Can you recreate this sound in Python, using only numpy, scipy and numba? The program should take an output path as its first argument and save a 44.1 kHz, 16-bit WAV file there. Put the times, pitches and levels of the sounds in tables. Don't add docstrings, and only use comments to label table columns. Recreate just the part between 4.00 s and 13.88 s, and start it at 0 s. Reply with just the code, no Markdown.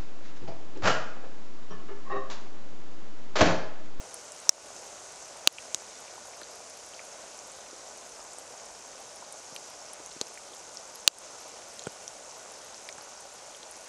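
import sys
import numpy as np
from scipy import signal
from scipy.fft import rfft, irfft
from scipy.io import wavfile
from scipy.ndimage import uniform_filter1d
from numba import njit

SR = 44100
rng = np.random.default_rng(int(sys.argv[2]) if len(sys.argv) > 2 else 0)


def bounce(signal):
    frames = np.transpose(np.atleast_2d(signal))
    limited = np.clip(frames, -1, 1)
    pcm = np.round(limited * 32767).astype(np.int16)
    wavfile.write(sys.argv[1], SR, pcm)


def boost(x):
    u = np.asarray(x, float) / 20
    return 10 ** u


N = 435708

# time_s, level_db
RAIN_SWELL = [(0, .5), (.9, .5), (2.1, 0), (2.6, -.5), (3.2, -0.05), (4.6, -0.4), (5.4, -0.26), (6.9, -.5),
              (7.8, 0.2), (8.3, -0.6), (8.8, 0), (9.3, -1), (9.88, -0.5)]
# pitch_hz, level_db_per_hz
RAIN_SPECTRUM = [(15, -34), (30, -15), (160, -14.5), (330, -9), (601, 1), (1280, -7.5), (1500, -7.5),
                 (1680, -12),
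                 (3440, -16), (4900, -12), (6350, -6.5), (9270, -16.5), (11700, -28), (12700, -33), (16000, -70)]
# start_s, level_db, pitch_hz
BUBBLES = [(1.5849, -26, 2570), (2.0808, -41, 2420), (2.1807, -37, 980), (2.3359, -41, 2100),
           (2.4174, -51, 1690), (2.4336, -34.5, 4170), (2.9374, -38, 2830), (2.9939, -33, 2150),
           (3.3907, -32, 5750), (5.2242, -35.5, 980), (6.0614, -29, 6200), (6.3756, -34, 2070),
           (6.5353, -38, 3500), (6.7718, -24, 5330), (6.9567, -35, 4910), (7.8386, -32, 6660),
           (7.8573, -41, 3300), (7.87, -38, 2080), (8.0793, -23.5, 5790), (8.8895, -31, 4900),
           (8.8896, -32.5, 3530), (8.8898, -30, 2070), (8.9266, -29.5, 6350), (8.9815, -35, 7600),
           (9.0108, -36, 4770), (9.5479, -37.5, 3080), (6.2134, -19, 4320), (7.7941, -27.5, 6800),
           (8.0793, -34.5, 8500), (7.921, -38, 6600),
           (0.143, -24, 9250), (.4017, -32, 7960), (1.1589, -37, 7770), (1.371, -36, 8800),
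          (1.8939, -42, 7990), (2.2545, -39, 9530), (2.2717, -38, 9190), (2.6989, -37, 9320),
          (2.8624, -39, 9850), (2.8898, -39, 9980), (3.5173, -34, 8040), (4.3331, -32, 7600),
          (4.3863, -27.5, 8350), (4.6556, -36, 8520), (5.1592, -35.5, 9530), (5.5472, -40, 11010),
          (6.0618, -35, 9720), (6.1292, -40, 8200), (6.3421, -36, 8650), (6.9565, -32, 10700),
          (7.1857, -29, 8500), (7.2193, -42, 8800), (7.7419, -40, 8200), (7.8698, -29, 7940),
          (8.5204, -36, 10130), (9.2073, -34, 8510), (9.5661, -40, 9770), (9.7119, -30.5, 9350),
          (9.7675, -37, 9480), (9.3382, -41, 10300)]
# start_s, level_db, pitch_hz
SPLATS = [(.3207, -25.5, 7300), (1.2796, -36, 8680), (1.5266, -33, 10200), (1.956, -38, 5020),
          (2.4159, -37, 10110), (2.415, -35, 3900), (2.948, -35, 4430), (3.0521, -35, 9440),
          (3.3767, -34, 9340), (3.4732, -40, 10500), (3.975, -33, 8040), (4.093, -37, 8900),
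          (5.2491, -38, 4570), (5.3252, -24, 8800), (5.5554, -35, 9410), (5.5631, -28, 8050),
          (5.934, -23.5, 9000), (6.1155, -34.5, 3900), (6.7461, -35, 8300), (8.745, -31.5, 4880),
          (8.8893, -36, 8360), (9.7767, -41, 9290), (5.5633, -29, 3600), (5.5634, -26, 2920),
          (7.7938, -29, 3700), (7.8221, -35, 3710), (9.6315, -32, 3700), (7.8702, -33.5, 2800),
          (8.079, -36.5, 3270), (6.2694, -32, 5600)]
# start_s, level_db
DROPLETS = [(.2444, -50), (.815, -52), (.8436, -50), (2.0045, -44), (2.1476, -49), (2.2885, -49),
            (2.368, -47), (2.5116, -45), (2.5563, -41), (2.7716, -41), (4.2404, -48), (4.3978, -43),
            (5.0037, -44), (5.5631, -50), (5.7009, -41), (6.2832, -43), (6.5466, -46), (6.9485, -45),
            (7.4039, -41), (7.4198, -47), (7.4827, -45), (7.6861, -46), (7.7601, -49), (7.921, -43),
            (8.3811, -46), (8.6485, -44), (8.8432, -52), (9.0232, -41), (9.8106, -50), (9.8467, -51)]
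# start_s, level_db, pitch_hz, t60_s
THUDS = [(2.418, -41, 334, 0.014), (2.4165, -34, 1450, .008), (3.729, -40, 330, 0.018),
         (5.524, -38, 166, 0.019), (6.0, -39, 328, 0.014), (6.164, -36, 200, 0.012),
         (6.213, -23.5, 443, 0.01), (6.2135, -43, 250, 0.0084), (7.8695, -24.5, 183, 0.027),
         (7.8697, -24, 400, 0.011), (7.8692, -31.5, 1420, 0.02), (8.981, -44, 149, 0.018),
         (8.982, -39, 1540, 0.01)]
# start_s, level_db, sharpness_db_per_octave, face
STRIKES = [
    (.4927, 1.5, 3, "front"),
    (1.474, 1, 0.6, "top"),
    (1.7457, -11.5, 2.5, "side"),
    (6.2131, -14.5, 0.5, "side"),
    (7.0771, 4.5, 2, "top"),
]
# pitch_hz, t60_s, top_db, front_db, side_db
PANEL_RINGS = [(310, 0.015, -24, -24, -16), (560, 0.015, -24.5, -43, -39), (1130, 0.018, -30.5, -35, -26),
               (2800, 0.0037, 3, -17, -31), (3920, 0.0036, 3.5, -37, -5.5), (4560, 0.0046, 0, -9, -32),
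               (4730, 0.038, -39.5, -59, -50), (5450, 0.0033, -6.5, 7.5, -8),
               (6290, 0.0029, -0.5, 4.5, 0.5), (6950, 0.014, -22, -21, -21), (7620, 0.0091, -25, -10, -15),
               (8800, 0.0026, -8.5, -35, -7.5), (10200, 0.0025, -24, -6.5, -15),
               (11200, 0.0019, -21, -24, -21)]
FACE_SWINGS = {"top": "+++-+-+-+-+-++", "front": "+++--++-++-+-+", "side": "+-+++++++-++++"}


def rain():
    f = np.maximum(np.arange(N // 2 + 1) * SR / N, 1)
    hz, db = np.transpose(RAIN_SPECTRUM)
    colour = boost(np.interp(np.log(f), np.log(hz), db))
    far = rfft(rng.standard_normal(N))
    soil = rfft(patter(per_s=900, spread_db=6.3))
    leaves = rfft(patter(per_s=2000, spread_db=1.2))
    water = rfft(patter(per_s=2500, spread_db=3.7))
    spray = rfft(smear(patter(per_s=600, spread_db=3.4), t60=0.004, db=-20))
    near_by_band = [soil] * 11 + [leaves] * 3 + [water] * 2 + [spray] * 2
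    drumming, hiss = 0, 0
    for k, near in enumerate(near_by_band):
        offset = np.log2(f / 40) * 2 - k
        band = colour * np.cos(np.pi / 2 * np.clip(offset, -1, 1)) ** 2
        near_share = np.interp(k, [0, 8, 12, 15, 17], [0.05, 0.15, 0.46, 0.29, 0.28])
        mix = np.sqrt(1 - near_share) * far + np.sqrt(near_share) * near
        flicker_db = 0.5 * walk(6) + 0.7 * walk(25)
        x = irfft(band * mix, N) * boost(flicker_db)
        if k < 12:
            drumming = drumming + x
        else:
            hiss = hiss + x
    both = drumming / drumming.std() * boost(-50) + hiss / hiss.std() * boost(-48.5)
    time_s, swell_db = np.transpose(RAIN_SWELL)
    return both * boost(np.interp(np.arange(N) / SR, time_s, swell_db))


def puddle_drops():
    droplet_t60 = 0.003
    drops = [(s, db, hz, 0.003 * (hz / 5000) ** -0.47) for s, db, hz in BUBBLES]
    drops += [(s, db, hz, 9 / hz) for s, db, hz in SPLATS]
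    drops += [(s, db, 11160 - 80 * (db + 46), droplet_t60) for s, db in DROPLETS]
    drops += mist(count=90, level_db=-53.5, hz=10800, octaves=0.12, t60=droplet_t60)
    drops += mist(count=250, level_db=-42.5, hz=6080, octaves=0.14, t60=0.005)
    ticks = [(s - 0.0002, db - 14, min(1.35 * hz, 11600), 0.0018) for s, db, hz, t60 in drops]
    rings = tone_bank(drops, rise=0.15, glide=0.05, early=1) * boost(-0.24)
    return rings + tone_bank(ticks, rise=0.15, glide=0, early=1)


def mist(count, level_db, hz, octaves, t60):
    when, size, pitch = rng.random((count, 3)).T
    start_s = 0.05 + 9.7 * when
    db = level_db - np.log(1 - 0.95 * size)
    pitch_hz = np.minimum(hz * 2 ** (octaves * (4 * pitch - 2)), 12500)
    return [(s, d, p, t60) for s, d, p in zip(start_s, db, pitch_hz)]


def soil_thuds():
    return tone_bank(THUDS, rise=0.015, glide=0.05)


def housing_strikes():
    swing = {"+": [], "-": []}
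    for s, db, sharp_db, face in STRIKES:
        column = list(FACE_SWINGS).index(face)
        for way, (hz, t60, *face_db) in zip(FACE_SWINGS[face], PANEL_RINGS):
            ring_db = db + face_db[column] + sharp_db * np.log2(hz / 4000)
            swing[way].append((s, ring_db, hz, t60))
    outward = tone_bank(swing["+"], rise=0.031, glide=0.035)
    inward = tone_bank(swing["-"], rise=0.031, glide=0.035)
    return smear(outward - inward, t60=0.011, db=-32)


def camera_whine():
    hz = 1467.2 + 14 * walk(12)
    return boost(-68) * np.sqrt(2) * np.sin(2 * np.pi * np.cumsum(hz) / SR)


def tone_bank(rows, rise, glide, early=0):
    out, t = np.zeros(N + 4096), np.arange(4096) / SR
    for s, db, hz, t60 in rows:
        t60 = max(t60, 0.001)
        swell = (1 - np.exp(-t / (rise * t60))) ** 2
        shape = swell * np.exp(-np.log(1000) * t / t60)
        turns = hz * (t + glide * np.minimum(t, t60) ** 2 / t60)
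        i = int(s * SR) - early * np.argmax(shape)
        out[i:i + 4096] += boost(db) * shape / shape.max() * np.cos(2 * np.pi * turns)
    return out[:N]


def patter(per_s, spread_db):
    hit = rng.random(N) < per_s / SR
    size_db = spread_db * np.minimum(rng.exponential(size=N), 3)
    x = hit * rng.standard_normal(N) * boost(size_db)
    return x / x.std()


def smear(x, t60, db):
    t = np.arange(2048) / SR
    tail = rng.standard_normal(2048) * np.exp(-np.log(1000) * t / t60) * (t > 0.0006)
    return x + signal.fftconvolve(x, tail)[:N] * boost(db)


def walk(rate):
    k = int(SR / rate)
    held = np.repeat(rng.standard_normal(N // k + 1), k)
    return 1.2 * uniform_filter1d(uniform_filter1d(held, k), k)[:N]


@njit
def duck(x, top, ratio, attack, release):
    y, e = np.empty(len(x)), 0.
    for i in range(len(x)):
        a = abs(x[i])
        e += (a - e) * (attack if a > e else release)
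        y[i] = x[i] * (max(e, top) / top) ** (1 / ratio - 1)
    return y


def scene():
    near = smear(puddle_drops() + soil_thuds(), t60=0.027, db=-26.5) + housing_strikes()
    near = signal.sosfilt(signal.butter(2, 110, "highpass", fs=SR, output="sos"), near)
    return (rain() + near + camera_whine())[None]


def band_limit(x):
    return signal.sosfilt(signal.butter(12, 12830, fs=SR, output="sos"), x)


def record(dry):
    x = signal.sosfilt(signal.butter(8, 12200, fs=SR, output="sos"), dry[0])
    x = duck(x, 0.049, 1.85, 0.0057, 0.00032)
    x = np.clip(x, -1, 1)
    x = signal.sosfilt(signal.butter(4, 13000, fs=SR, output="sos"), x) * boost(-0.42)
    return band_limit(x[None])


dry = scene()
out = record(dry)
bounce(out)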